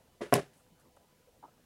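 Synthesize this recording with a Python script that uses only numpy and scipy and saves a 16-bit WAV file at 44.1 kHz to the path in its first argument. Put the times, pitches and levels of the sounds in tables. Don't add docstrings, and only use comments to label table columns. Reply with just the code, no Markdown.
import sys
import numpy as np
from scipy import signal
from scipy.fft import rfft, irfft
from scipy.io import wavfile
from scipy.ndimage import uniform_filter1d

SR = 44100
rng = np.random.default_rng(int(sys.argv[2]) if len(sys.argv) > 2 else 0)


def convert_level_to_amplitude(level_db):
    exponent = np.asarray(level_db, float) / 20
    return 10 ** exponent


def generate_wav(sig):
    pcm = np.round(np.clip(np.atleast_2d(sig).T, -1, 1) * 32767).astype(np.int16)
    wavfile.write(sys.argv[1], SR, pcm)


N = 72765

# pitch in Hz, level in dB per Hz.
AIR_COLOUR = [(15, -38), (25, -6), (180, -3.5), (309, -10.5), (427, -9), (863, -14.5), (962, -14.5),
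              (1160, -20), (16000, -27)]
# pitch in Hz, level in dB.
HUM_TONES = [(247.6, -84), (500.6, -79.5), (995.9, -86), (1254, -92.5), (2003, -95), (2498, -99.5),
             (2751, -95.5), (2998, -90)]
# start in seconds, level in dB, contact time in ms.
TOUCH_BLOWS = [
    (.2080, -24, 0.48),
    (.2123, -22.5, 0.33),
    (.2165, -18.5, 0.75),
    (.2212, -20, 3.05),
    (.2335, -34, 0.24),
    (.243, -41.5, 1.8),
    (.258, -40, 1.9),
    (.266, -39, 1.3),
]
# start in seconds, level in dB, contact time in ms.
KNOCK_BLOWS = [
    (.3256, -12.5, 0.12),
    (.3297, -16.5, 0.17),
    (.3327, -11.5, 0.27),
    (.3400, -16, 1.2),
    (.3455, -34, 0.63),
    (.354, -18.5, 1.12),
    (.362, -23, 1.5),
    (.371, -27, 1.32),
    (.380, -32.5, 1.34),
    (.389, -28, 1.78),
]
# pitch in Hz, level in dB, time to fall 60 dB in seconds.
TOUCH_TONES = [(143.3, -19, 0.062), (300, -13, 0.068), (360, 3, 0.071), (410, 7.5, 0.048),
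               (560, 2.5, 0.076), (625, -3.5, 0.039), (980, -3, 0.02), (1150, -13.5, 0.017),
               (1707, -23.5, .03), (2020, -5, .06), (3200, -8.5, .04)]
# pitch in Hz, level in dB, time to fall 60 dB in seconds.
KNOCK_TONES = [(249, -23, 0.081), (300.3, -49, 0.0715), (394, -7, 0.024), (409, -2, 0.086),
               (495.7, -3, 0.028), (600, 2.5, 0.031), (695, 4.5, 0.021), (834, -11, 0.026),
               (1053, 1.5, 0.033), (1460, 1.5, 0.0068), (2238, -18, .01)]
# pitch in Hz, level in dB, time to fall 60 dB in seconds.
BOOM_TONES = [(136.7, -6.5, 0.53), (143, -7.5, .22), (161.5, 1, 0.19), (210, -12, .1), (92.3, -30.5, 0.18)]
# start in seconds, level in dB, rise in seconds, time to fall 60 dB in seconds, treble lift in dB.
CHATTER_BURSTS = [
    (0.21, -40.5, 0.0022, .5, -5),
    (0.3255, -38.5, 0.0017, 0.28, 3.5),
    (.341, -33, .003, 0.35, -5.5),
    (.532, -54, .003, .3, 0),
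    (.565, -53.5, 0.0058, 0.27, 18),
    (0.795, -53.5, 0.0032, .15, 8),
    (0.961, -50, 0.0056, 0.054, 5),
]
# pitch in Hz, level in dB per Hz.
SCRAPE_COLOUR = [(1000, -14), (1700, -5.5), (2300, -10.5), (4700, -13), (10500, -11.5), (12500, -24),
                 (15500, -32.5)]
# pitch in Hz, time to fall 60 dB in seconds.
ROOM_DECAY = [(100, 0.2), (400, 0.33), (1500, 0.08), (5000, 0.58), (12000, 0.48)]
SNAP_TIMES = [
    .3257,
    .330,
    .3380,
    .33975,
    .34012,
    .34049,
    .534,
    .5762,
    .849,
]
SNAP_LEVELS = [-27.5, -31, -40, -8.5, -10.5, -20, -38, -41, -47]
SNAP_SHARES = [0.31, 0.15, 0.5, 0.93, 0.99, 1, .5, .15, .6]
# pitch in Hz, level in dB, time to fall 60 dB in seconds.
JAW_TONES = [(2970, -13, 0.0065), (5585, -6.5, 0.003), (7910, -11.5, 0.0017), (10550, -2.5, 0.0042),
             (11380, -5, .004), (15200, -27, .003)]
# start in seconds, length in seconds, level in dB, pitch in Hz, width in Hz.
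FINGER_RUBS = [(0.718, 0.018, -64, 196, 100), (.858, 0.0068, -66.5, 451, 147.8),
               (.967, 0.0092, -59, 893, 329), (.970, 0.008, -61.5, 512, 251.5),
               (1.125, 0.0099, -69, 514, 97.7), (1.263, 0.041, -63.5, 495.5, 81.7),
               (1.427, 0.0097, -57, 866, 148), (1.433, 0.011, -54.5, 920, 146),
               (1.443, 0.021, -59, 907, 149), (1.425, 0.054, -62.5, 311, 60),
               (1.427, 0.12, -72.5, 1287, 70.8), (1.465, 0.036, -63.5, 600, 196)]
# top of the band in Hz, level that opens it fully in dB.
GATE_BANDS = [(400, -44), (1600, -44), (4000, -53), (9000, -54.5), (20000, -50)]

GATE_DEPTH_DB = 15


def evened(x):
    return x / np.sqrt(np.mean(x ** 2) + 1e-20)


def read(points, hz):
    f, value = np.transpose(points)
    return np.interp(np.log(hz + 1), np.log(f + 1), value)


def add(mix, s, sound):
    part = mix[round(s * SR):][:len(sound)]
    part += sound[:len(part)]


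def resonate(x, hz, width):
    turn = np.exp(2j * np.pi * hz * np.arange(len(x)) / SR)
    r = np.exp(-np.pi * width / SR)
    return 2 * (turn * signal.lfilter([1 - r], [1, -r], x / turn)).real


def ring(tones, build_cycles):
    t = np.arange(SR // 2) / SR
    total = np.zeros(len(t))
    for hz, db, t60 in tones:
        decay = convert_level_to_amplitude(db - 60 * t / max(t60, .001))
        build = 1 - np.exp(-t * hz / (build_cycles * (hz < 450) + 0.019))
        total += decay * np.sin(2 * np.pi * hz * t) * build
    return total


def workshop():
    air_db, hum_width_hz = -67, 17
    frames, hz = N // 256 + 5, np.fft.rfftfreq(1024, 1 / SR)
    a, b, patches = rng.standard_normal((frames, 513, 3)).T
    patches = evened(uniform_filter1d(uniform_filter1d(patches, 8, 0), 6, 1))
    patch_db = read([(200, 1.5), (1200, 4.4), (3000, .6)], hz)[:, None]
    level = convert_level_to_amplitude(read(AIR_COLOUR, hz)[:, None] + patch_db * patches)
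    air = signal.istft((a + 1j * b) * level, nperseg=1024, noverlap=768)[1][:N]
    noise = rng.standard_normal(N)
    hum = np.zeros(N)
    for f, db in HUM_TONES:
        tone = resonate(resonate(noise, f, hum_width_hz), f, hum_width_hz)
        hum += convert_level_to_amplitude(db) * evened(tone)
    return convert_level_to_amplitude(air_db) * evened(air) + hum


def bench(blows, tones):
    force = np.zeros(N)
    for s, db, ms in blows:
        u = np.arange(200) / SR * 1000 / max(ms, .05)
        push = np.sin(np.pi * np.minimum(u, 1)) ** 2
        add(force, s, convert_level_to_amplitude(db) * push / push.sum())
    return signal.fftconvolve(force, 0.35 * ring(tones, build_cycles=2.2))[:N]


def room(x):
    room_db, treble_db, gap_s = -8, -8.5, 0.002
    taps = np.zeros(SR // 2)
    at = np.arange(0, len(taps) - 12, 12)
    taps[at + rng.integers(0, 12, len(at))] = rng.choice([-1., 1.], len(at))
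    hz, t, z = signal.stft(taps, SR, nperseg=256)
    tilt_db = treble_db * np.clip(np.log2(hz / 1000 + 1e-3) / 3, 0, 1)
    fade_db = tilt_db[:, None] - 60 * t / read(ROOM_DECAY, hz)[:, None]
    tail = signal.istft(z * convert_level_to_amplitude(fade_db), SR, nperseg=256)[1]
    tail = np.r_[np.zeros(round(gap_s * SR)), tail / np.linalg.norm(tail)]
    return convert_level_to_amplitude(room_db) * signal.fftconvolve(x, tail)[:N]


def chatter():
    grain_db = 1.5
    out, t, hz = np.zeros(N), np.arange(12000) / SR, np.fft.rfftfreq(12000, 1 / SR)
    grit = rng.standard_normal((len(CHATTER_BURSTS), 2, 12000))
    for (s, db, rise, t60, lift_db), (noise, lumps) in zip(CHATTER_BURSTS, grit):
        noise = noise * convert_level_to_amplitude(grain_db * evened(uniform_filter1d(lumps, size=60)))
        treble_db = lift_db * np.log2(hz / 8000 + 0.03) * (hz < 9000)
        low_cut = hz ** 2 / (hz ** 2 + 600 ** 2)
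        colour = convert_level_to_amplitude(read(SCRAPE_COLOUR, hz) + treble_db) * low_cut
        envelope = np.minimum(t / rise, 1) * convert_level_to_amplitude(db - 60 * t / t60)
        add(out, s, evened(irfft(rfft(noise) * colour)) * envelope)
    return out


def jaws():
    tick, struck = np.zeros(N), np.zeros(N)
    grit = rng.standard_normal((len(SNAP_TIMES), 24))
    i = np.arange(24)
    for s, db, share, g in zip(SNAP_TIMES, SNAP_LEVELS, SNAP_SHARES, grit):
        burst = convert_level_to_amplitude(db) * ((i == 0) + 0.27 * g * np.exp(-i / 9))
        add(tick, s, burst)
        add(struck, s, share * burst)
    return signal.fftconvolve(struck, .5 * ring(JAW_TONES, build_cycles=0))[:N] + 0.97 * tick


def fingers():
    out = np.zeros(N)
    slips = rng.standard_normal((len(FINGER_RUBS), 4000))
    for (s, length, db, hz, width), slip in zip(FINGER_RUBS, slips):
        body = resonate(resonate(slip, hz, 2 * width), hz, width)[500:]
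        press = np.sin(np.pi * np.minimum(np.arange(3500) / SR / length, 1) ** 0.93)
        rub = body * press
        add(out, s, convert_level_to_amplitude(db) * 2 * rub / abs(rub).max())
    return out


def scene():
    jaw_room_db, mic_low_hz = -11.5, 110
    quiet = workshop()
    wood = bench(TOUCH_BLOWS, TOUCH_TONES) + bench(KNOCK_BLOWS, KNOCK_TONES)
    wood += bench(KNOCK_BLOWS[:1], BOOM_TONES)
    steel = jaws()
    near = wood + steel + room(wood + convert_level_to_amplitude(jaw_room_db) * steel) + chatter()
    low_cut = signal.butter(3, mic_low_hz, "high", fs=SR, output="sos")
    near = signal.sosfilt(low_cut, near)
    return (near + convert_level_to_amplitude(GATE_DEPTH_DB) * (fingers() + quiet))[None]


def noise_gate(x):
    step_s, step_start_s = .0322, .016
    slope, link_db, ahead = 0.76, -28, 130
    hz = np.fft.rfftfreq(N, 1 / SR)
    spectrum = rfft(x) * (np.arange(N // 2 + 1) * SR / N > 18)
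    out, below = np.zeros(N), 0
    step = (np.arange(N) / SR - step_start_s) // step_s * 1000
    for top_hz, open_db in GATE_BANDS:
        under = 1 / (1 + (hz / top_hz) ** 6)
        band = irfft(spectrum * (under - below), N)
        below = under
        power = signal.lfilter([.004], [1, -.996], band ** 2 + convert_level_to_amplitude(link_db) ** 2 * x ** 2)
        level_db = 10 * np.log10(np.roll(power, -ahead) + 1e-14) - GATE_DEPTH_DB
        gain_db = np.clip(slope * (level_db - open_db), -GATE_DEPTH_DB, 0)
        held_db = np.maximum.accumulate(gain_db + step) - step
        out += band * convert_level_to_amplitude(uniform_filter1d(held_db, size=66))
    return out


def top_cut(x):
    return signal.sosfilt(signal.butter(12, 16780, fs=SR, output="sos"), x)


def record(dry):
    gated = noise_gate(dry[0])
    treble_cut = signal.firwin(255, 16400, window=("kaiser", 8), fs=SR)
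    mix = signal.oaconvolve(gated, treble_cut, "same")
    return top_cut(mix[None])


dry = scene()
out = record(dry)
generate_wav(out)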